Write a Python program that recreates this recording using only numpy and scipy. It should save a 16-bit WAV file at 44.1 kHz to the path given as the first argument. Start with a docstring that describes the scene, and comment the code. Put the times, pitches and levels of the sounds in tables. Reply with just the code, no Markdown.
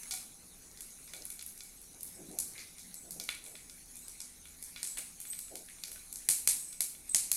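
"""Steam bubbles burst as sharp pops from lentils and dried chillies frying in a little oil on a gas stove.
Each pop is a millisecond noise crack in six bands; thrown drops patter back, and each pop rings the pan's modes.
Steam whistles and short pan hums are narrow-band noise; tiny bubbles make a fine fizz of patchy noise and ticks.
The flame rumbles, flutters and moans in filtered noise. In the tiled kitchen a near wall throws each pop
back before the room tail."""
import sys
import numpy as np
from scipy import signal
from scipy.fft import rfft, irfft
from scipy.io import wavfile
from scipy.ndimage import uniform_filter1d

SR = 44100
rng = np.random.default_rng(int(sys.argv[2]) if len(sys.argv) > 2 else 0)


def log_audio(samples):
    """Write samples as a 16-bit WAV file to the path given in sys.argv[1]."""
    # one column per channel
    frames = np.atleast_2d(samples).T
    # limit to full scale, then quantise
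    limited = np.clip(frames, -1, 1)
    pcm = np.round(limited * 32767).astype(np.int16)
    wavfile.write(sys.argv[1], SR, pcm)


N = 324840

# Levels are relative dB; spectra are shapes, normalised on use.

# Bursting bubbles. Each row: burst time in seconds, spray level in dB, top of the spray over it in dB,
# body level in dB, body tilt in dB per octave (falling for big bubbles, rising for small),
# level of the sharp crack in dB (lower for soft sputters with a weak onset),
# blow on the pan over the low body in dB.
POPS = [(0.0333, -43, -16, -57, 3, 9, 6), (0.1095, -28, -7, -33, 8.5, -2.5, 0.5),
        (0.1386, -29, 0, -48, -10, -0.5, -0.5), (0.1735, -42, -3, -53, -9, -8, 1),
        (0.7734, -60, -7, -49, 10, -1, -4), (0.8072, -34, -4, -49, 2, 0.5, -7),
        (1.0764, -44, -6, -45.5, -1, -8, -10), (1.1356, -36, -4, -41.5, -3.5, -1.5, -3),
        (1.2213, -52, -9, -57, 21, 7, -8), (1.2532, -38.5, 6, -58.5, -8, 3.5, -2),
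        (1.3024, -36, 4, -52, -3.5, 1, -1.5), (1.3926, -41, -22, -45.5, 4.5, 2, 0.5),
        (1.4109, -59, -8, -48, 5, 5, 1), (1.4252, -44.5, 5, -56, -4, 6.5, -3),
        (1.4635, -41, 12, -55, -1, -1, -5), (1.5768, -41.5, -8, -56, 6, 1.5, -8),
        (1.6062, -46, -14, -45.5, 5.5, 2.5, 1.5), (1.6347, -44, 7, -68, 4, -3, -8),
        (1.816, -43, 3, -62, 3, -2, -8), (2.008, -40, -1, -57, 10, 2, -8),
        (2.0313, -38.5, 11.5, -53, 5, 0, -6), (2.3136, -37, -22, -58, 4, -0.5, -8),
        (2.3875, -20.5, -4, -37.5, 8, -0.5, -10), (2.58, -53, -5, -35, 2, -13, -11),
        (2.7826, -39.5, 1, -46, 11.5, -8, 2), (2.9422, -36, -4, -57, 19, 2, -8),
        (3.1078, -32.5, 0.5, -48.5, 14, -0.5, -8), (3.1991, -38.5, 5.5, -36, 8, 0.5, -1.5),
        (3.2384, -37, -3, -62, 1, 1.5, -8), (3.2896, -31, -8, -32.5, -14.5, -0.5, -8.5),
        (3.4402, -32, -15, -62, -5, -4, -8), (3.463, -36, -2, -47, -4, -5.5, -8),
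        (3.5537, -42, -16, -43, -9, -5, -10.5), (3.6972, -41.5, -15, -49, 6, 2, -2),
        (3.9559, -32.5, -15, -69, -5, -2.5, -10), (4.082, -34.5, -7, -52.5, 5, 1.5, -5),
        (4.2034, -30, -26, -41, 8, -1, -3), (4.4548, -44, 1, -50, -11.5, -3.5, -8.5),
        (4.6262, -31.5, -1, -47.5, 9, -2.5, -3), (4.761, -46, -11, -35, -5, -8, -8),
        (4.8299, -23, -10, -35.5, 3, -0.5, -12), (4.8504, -47, -8, -44.5, -2, -1, -5),
        (4.873, -30.5, -8, -51, 3, 2, -8), (4.9727, -26.5, -13, -36, -7.5, -10, -13.5),
        (5.2024, -33.5, 2, -55.5, -6, -1.5, -5), (5.2524, -38, 1, -49.5, -14, -5.5, -11.5),
        (5.3317, -40, -11, -42, -3.5, 0, -9.5), (5.3902, -32, 0.5, -45.5, 2, 0, -8),
        (5.4822, -39, -9, -52.5, -11, -6, -12), (5.5548, -34, -1, -41.5, 2.5, 0, -10),
        (5.6865, -38, -18, -53.5, -22, -5.5, -21), (5.7848, -41, -8, -53, -7, -8, -8),
        (5.8368, -39.5, 4.5, -35.5, 5, 1.5, -8.5), (5.881, -40, -2, -53, -6, 2, -8),
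        (5.917, -36, 5, -51, -13, -3, -13), (5.9594, -43, 0, -53, -18, -4, -14),
        (6.127, -34.5, -1, -53, 4, 3.5, -5), (6.1577, -31, -15, -47.5, 7, 1, -11),
        (6.2884, -10, -7.5, -26, -2, -1.5, -14), (6.4745, -10, -9, -24.5, -2, -1, -15),
        (6.728, -44, 1, -48.5, 7, 0, 3), (6.8062, -18.5, -3, -31, 1.5, 0.5, -11),
        (6.9494, -56, -8, -54, -8, -2, -5), (7.08, -39, -9, -57, -2, -6, -8),
        (7.1468, -10.5, -16, -24.5, 1, 0.5, -19), (7.316, -19.5, 3, -29.5, 3.5, 1.5, -17)]
# Pop bands: puff, three of body, spray, top of the spray. Each row: low edge in Hz, high edge in Hz.
BAND_EDGES_HZ = [(40, 1000), (1000, 3000), (3000, 4700), (4700, 6500), (6500, 11500), (11500, 17000)]
# Spectrum of a pop. Each row: frequency in Hz, density in dB per Hz.
POP_COLOUR = [(60, -31), (500, -34), (1100, -31), (2250, -16.5), (2750, -18), (3300, -17), (4100, -4),
              (5200, -3), (9000, 4.5), (11500, 2), (13500, -13.5), (16600, -26), (17200, -60)]
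# The three body bands, in octaves from the middle of the body.
BODY_OCTAVES = np.log2(np.array([2200, 3900, 5600]) / 3600)
# Near wall echoes. Each row: delay in seconds, level in dB. The first path is four metres further.
ECHOES = [(.0119, 3), (.0215, -7), (.037, -6)]
# Share of each pop band that the walls throw back, as amplitude ratios.
WALL_SHARES = np.array([0.79, 0.062, 0.13, 0.31, 0.75, 0.41])
# Modes of the pan bottom. Each row: frequency in Hz, level in dB, t60 in seconds.
PAN_MODES = [(760, -45, 0.22), (1448, -18, 0.14), (2273, -10.5, 0.15), (2440, -13, 0.16),
             (3473, -3.5, 0.043), (4005, -1, 0.023), (4050, -29, 0.016)]
# Steam whistles and sputters, and short narrow hums of the ringing pan.
# Each row: start in seconds, length in seconds, pitch in Hz, width in Hz, level in dB.
WHISTLES_AND_HUMS = [(0.111, 0.019, 5950, 3950, -43), (0.111, 0.059, 760, 60, -60),
                     (2.146, 0.016, 8160, 302, -53.5), (2.548, 0.088, 2180, 603, -54.5),
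                     (2.966, 0.029, 7900, 300, -51.5), (3.46, 0.11, 7900, 300, -62.5),
                     (4.017, 0.052, 8100, 300, -56), (4.867, 0.063, 7850, 300, -48),
                     (4.97, 0.027, 2220, 1500, -49), (4.971, 0.021, 9700, 3500, -41.5),
                     (5.256, 0.038, 7870, 300, -51), (5.3, 0.021, 8240, 300, -39),
                     (5.28, 0.064, 12000, 400, -52), (5.422, 0.036, 7950, 300, -53),
                     (5.679, 0.032, 2020, 500, -61.5), (5.951, 0.032, 1493, 60, -62.5),
                     (6.562, .18, 8180, 500, -50), (7.092, 0.032, 8230, 352, -37.5)]
# Fizz level. Each row: time in seconds, level in dB.
FIZZ_LEVEL = [(0.0, -48), (0.31, -57), (1.2, -54), (1.82, -56.5), (2.48, -54), (3.55, -56.5), (4.1, -54),
              (4.4, -57), (4.84, -53.5), (5.56, -57), (6.22, -53.5), (6.73, -54.5), (6.89, -60.5),
              (7.14, -53), (7.37, -50)]
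# Spectrum of the fizz. Each row: frequency in Hz, density in dB per Hz.
FIZZ_COLOUR = [(530, -89), (900, -19), (1780, -15), (2280, -10), (3090, -19), (4100, -9.5), (4690, -14),
               (6680, -4.5), (7360, -10), (10100, -2), (11700, -8), (13600, -21), (15500, -19),
               (16100, -42), (16700, -50)]
# Flame roar. Each row: time in seconds, level in dB.
ROAR_LEVEL = [(0.0, -66.5), (1.1, -67.5), (1.41, -69.5), (1.7, -70), (2.4, -61), (2.85, -70), (3.1, -63.5),
              (3.9, -69.5), (5.8, -70), (7.37, -68)]
# Spectrum of the flame rumble. Each row: frequency in Hz, density in dB per Hz.
RUMBLE_COLOUR = [(15, -5), (28, 2.5), (50, -11), (113, -13.5), (248, -16.5), (400, -22), (530, -31),
                 (760, -21.5), (1060, -36), (1500, -22.5), (2500, -81)]
# Faint wavering hums. Each row: pitch in Hz, width in Hz, level in dB.
STEADY_HUMS = [(38.3, 10, -71.5), (71.8, 7.3, -74), (176, 18, -75.5), (247.3, 13, -76), (797, 5.6, -83.5)]
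# Gusts that ruffle the gas flame. Each row: start in seconds, length in seconds, level in dB.
GUSTS = [(1.123, .13, -61.5), (1.934, 0.063, -68), (2.159, 0.094, -61), (2.294, 0.096, -56.5),
         (3.041, 0.067, -61.5), (3.138, 0.13, -60.5), (3.434, 0.14, -65.5), (4.972, 0.071, -63.5),
         (5.498, 0.083, -54), (5.56, 0.085, -60.5), (5.847, 0.16, -69.5)]
# Flame moans. Each row: start in seconds, length in seconds, pitch in Hz, level in dB.
MOANS = [(2.17, 0.21, 312, -57), (2.19, 0.16, 180, -58), (2.82, 0.14, 184, -63), (3.09, 0.14, 183, -59.5)]
# Room tail. Each row: frequency in Hz, t60 in seconds, level in dB.
KITCHEN = [(500, 0.73, -3), (1500, 0.38, -0.5), (3500, 0.43, 1), (9700, 0.44, 6), (12000, 0.53, 1),
           (16200, 0.49, 5)]

PRE_S = .002  # lead-in before a burst
PUFF_DB, ECHO_DB = -24.5, -6  # puff under the spray; wall under the pop
DULL_OCTAVES = .8  # extra fall at the top of a big bubble's body
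DROPS_PER_S, DROPS_DB, DROPS_FADE_S, FLIGHT_S = 300, -17, 0.044, .011
RUMBLE_DB = -67.5
GUST_LO_HZ, GUST_HI_HZ = 265, 760
MOAN_WIDTH = 0.042  # half width, share of the pitch
EDGE_HZ = 16750


def gain_of(db):
    """Amplitude ratio of a level in dB."""
    return 10 ** (np.asarray(db) / 20)


def evened(x):
    """Scales x to rms 1."""
    return x / np.sqrt(np.mean(x ** 2, axis=-1, keepdims=True) + 1e-20)


def read(points, hz):
    """Interpolates (Hz, value) points over log frequency."""
    f, value = np.transpose(points)
    return np.interp(np.log(hz + 1), np.log(f + 1), value)


def follow(rows, column):
    """Interpolates a column of timed rows at every sample."""
    rows = np.asarray(rows)
    return np.interp(np.arange(N) / SR, rows[:, 0], rows[:, column])


def add(mix, s, sound):
    """Adds sound to mix at s seconds, cut at the end."""
    part = mix[round(s * SR):][:len(sound)]
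    part += sound[:len(part)]


def band(hz, lo_hz, hi_hz, steep):
    """Gain of a band with sloping edges."""
    return 1 / np.sqrt((1 + (lo_hz / (hz + 1)) ** steep) * (1 + (hz / hi_hz) ** steep))


def coloured(x, gain):
    """Filters x by a gain that is a function of frequency; rms 1."""
    hz = np.fft.rfftfreq(x.shape[-1], 1 / SR)
    return evened(irfft(rfft(x) * gain(hz), x.shape[-1]))


def resonate(x, hz, width):
    """Shifts hz down to zero, smooths twice, and shifts back; rms 1."""
    turn = np.exp(2j * np.pi * hz * np.arange(len(x)) / SR)
    r = np.exp(-np.pi * width / SR)
    smooth = signal.lfilter([1], np.poly([r, r]), x / turn)
    return evened((turn * smooth).real)


def pops():
    """Each burst is a millisecond crack with a short spatter and a puff of pressure.

    Every pop strikes the pan, by its low body level plus its own blow level."""
    t = np.arange(1024) / SR - PRE_S
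    attack = (t > 0) * (1 - np.exp(-abs(t) / 0.00029))
    decay = np.exp(-t / 0.00032) + gain_of(-12) * np.exp(-t / 0.0033)  # crack, spatter
    bursts = rng.standard_normal((len(POPS), len(t))) * attack * decay
    click = (np.arange(len(t)) == 110) * 1.
    colours = [lambda hz, edges=edges: band(hz, *edges, 16) * gain_of(read(POP_COLOUR, hz))
               for edges in BAND_EDGES_HZ]
    cracks = gain_of(-18.5) * np.stack([coloured(bursts, colour) for colour in colours], axis=1)
    clicks = gain_of(-17.5) * np.array([coloured(click, colour) for colour in colours])

    chance = rng.standard_normal((len(POPS), len(ECHOES), 2))
    near, spread, blows = np.zeros(N), np.zeros((3, N)), np.zeros(N)
    for k, (s, spray_db, top_db, body_db, tilt_db, crack_db, strike_db) in enumerate(POPS):
        body = body_db + tilt_db * BODY_OCTAVES + [0, 0, DULL_OCTAVES * min(tilt_db, 0)]
        shares = gain_of([spray_db + PUFF_DB, *body, spray_db, spray_db + top_db])
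        start = s - PRE_S
        add(near, start, gain_of(crack_db) * shares @ cracks[k])
        # walls answer a little differently for each pop
        for (delay, db), (late, dull) in zip(ECHOES, chance[k]):
            echo = gain_of(ECHO_DB + db + 2.5 * dull) * WALL_SHARES * shares @ cracks[k]
            add(near, start + delay + .0004 * late, echo)
        add(spread[k % 3], start, shares @ clicks)  # summed over all directions, the colour is smooth
        add(blows, start, gain_of(body[0] + strike_db) * click)
    return near, spread, blows


def droplets(bursts):
    """Oil thrown up by a pop lands again as a thinning patter of small ticks."""
    fade = np.exp(-1 / (DROPS_FADE_S * SR))
    delayed = np.r_[np.zeros(round(FLIGHT_S * SR)), bursts][:N]
    thrown = np.sqrt(signal.lfilter([1], [1, -fade ** 2], delayed ** 2))
    ticks = (rng.random(N) < DROPS_PER_S / SR) * rng.standard_normal(N)
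    impulse = signal.unit_impulse(128, 'mid')
    tick = coloured(impulse, lambda hz: gain_of(read(POP_COLOUR, hz))) / np.sqrt(128)  # unit energy
    return gain_of(DROPS_DB) * signal.oaconvolve(thrown * ticks, tick, "same")


def pan(blows):
    """The pan bottom rings on its modes after a blow."""
    t = np.arange(SR // 4) / SR
    ring = sum(gain_of(db - 60 * t / t60) * np.sin(2 * np.pi * hz * t) for hz, db, t60 in PAN_MODES)
    return signal.oaconvolve(blows, ring)[:N]


def whistles_and_hums():
    """Steam whistles and sputters, and short narrow hums of the ringing pan: resonant noise, unevenly loud."""
    out = np.zeros(N)
    for s, length, hz, width, db in WHISTLES_AND_HUMS:
        noise, flutter = rng.standard_normal((2, 8192))
        count = round(length * SR)
        unevenness = gain_of(2.4 * evened(uniform_filter1d(flutter, size=110)))
        tone = resonate(noise, hz, width) * unevenness
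        add(out, s, gain_of(db) * evened(tone[:count]) * signal.windows.tukey(count, .15))
    return out


def fizz():
    """Countless tiny bubbles: a dense patchy noise bed, with larger ticks in three pitch bands standing out."""
    colour = lambda hz: gain_of(read(FIZZ_COLOUR, hz))
    sizes = gain_of(9.4 * np.minimum(rng.exponential(1, (3, N)), 2.5))
    trains = sizes * (rng.random((3, N)) < 25. / SR)  # 25 ticks per second in each band
    ticks = sum(coloured(train, lambda hz: colour(hz) * band(hz, *edges, 6.3))
                for train, edges in zip(trains, BAND_EDGES_HZ[3:]))

    z = signal.stft(coloured(rng.standard_normal(N), colour), nperseg=512)[2]
    patches = uniform_filter1d(rng.standard_normal(z.shape), size=5, axis=0)
    patches = uniform_filter1d(patches, size=8, axis=1)
    bed = signal.istft(z * gain_of(3.5 * patches / patches.std()), nperseg=512)[1][:N]
    level = gain_of(follow(FIZZ_LEVEL, 1))
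    return gain_of(-18.5) * level * ticks, level * evened(bed)


def flame():
    """Steady rumble and hums, a low roar that swells, dull puffs when a gust ruffles the flame, and short moans."""
    noise = rng.standard_normal((2 + len(STEADY_HUMS), N))
    rumble = gain_of(RUMBLE_DB) * coloured(noise[0], lambda hz: gain_of(read(RUMBLE_COLOUR, hz)))
    roar = gain_of(follow(ROAR_LEVEL, 1)) * coloured(noise[1], lambda hz: band(hz, 140, 238, 2.92))
    hums = sum(gain_of(db) * resonate(air, hz, width) for air, (hz, width, db) in zip(noise[2:], STEADY_HUMS))

    rows = [(s, length, GUST_LO_HZ, GUST_HI_HZ, db) for s, length, db in GUSTS]
    rows += [(s, length, hz * (1 - MOAN_WIDTH), hz * (1 + MOAN_WIDTH), db) for s, length, hz, db in MOANS]
    puffs = np.zeros(N)
    for s, length, lo_hz, hi_hz, db in rows:
        air = coloured(rng.standard_normal(16384), lambda hz: band(hz, lo_hz, hi_hz, 16.5))
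        count = round(length * SR)
        add(puffs, s, gain_of(db) * evened(air[:count]) * signal.windows.tukey(count, .45))
    return rumble + roar + hums + puffs


def kitchen(spots):
    """A tail for each spot in the pan: sparse random taps that build up, each band dying at its own speed."""
    taps = np.zeros((len(spots), SR // 2))
    jitter = rng.integers(0, 10, (len(spots), (SR // 2 - 11) // 10))
    at = np.arange(0, SR // 2 - 20, 10) + jitter
    heights = rng.choice([-1., 1.], at.shape) * gain_of(1.35 * rng.standard_normal(at.shape))
    np.put_along_axis(taps, at, heights, 1)

    hz, t, z = signal.stft(taps, SR, nperseg=256)
    centres, t60s, dbs = np.transpose(KITCHEN)
    t60 = read(np.c_[centres, t60s], hz)[:, None]
    band_db = read(np.c_[centres, dbs], hz)[:, None]
    tail = signal.istft(z * gain_of(band_db - 60 * t / t60), SR, nperseg=256)[1]

    t = np.arange(tail.shape[1]) / SR
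    tail = tail * (.4 + .6 / (1 + np.exp(-(t - .0105) / .0007)))  # weak until the first walls answer
    lumps = uniform_filter1d(rng.standard_normal(tail.shape), size=60, axis=1)
    tail = tail * gain_of(3.0 * evened(lumps) * np.exp(-t / 0.14))  # early reflections arrive in clumps
    tail = tail / np.linalg.norm(tail, axis=1, keepdims=True)
    return signal.fftconvolve(spots, tail, axes=1)[:, :N].sum(0)


def scene():
    """Sums the direct sounds, the room tail, the fizz bed and the flame; the last two get no tail."""
    near, spread, blows = pops()
    ticks, bed = fizz()
    others = np.array([pan(blows), whistles_and_hums(), ticks])
    direct = near + droplets(spread.sum(0)) + others.sum(0)
    tail = gain_of(-1.5) * kitchen(spread + others)  # one of the others joins each spot
    return (direct + tail + bed + flame())[None]


def record(dry):
    """The band limit of the recorder: a linear-phase low-pass at EDGE_HZ."""
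    lowpass = signal.firwin(255, EDGE_HZ, window=("kaiser", 9), fs=SR)
    return signal.oaconvolve(dry, lowpass[None], "same")


dry = scene()
out = record(dry)
log_audio(out)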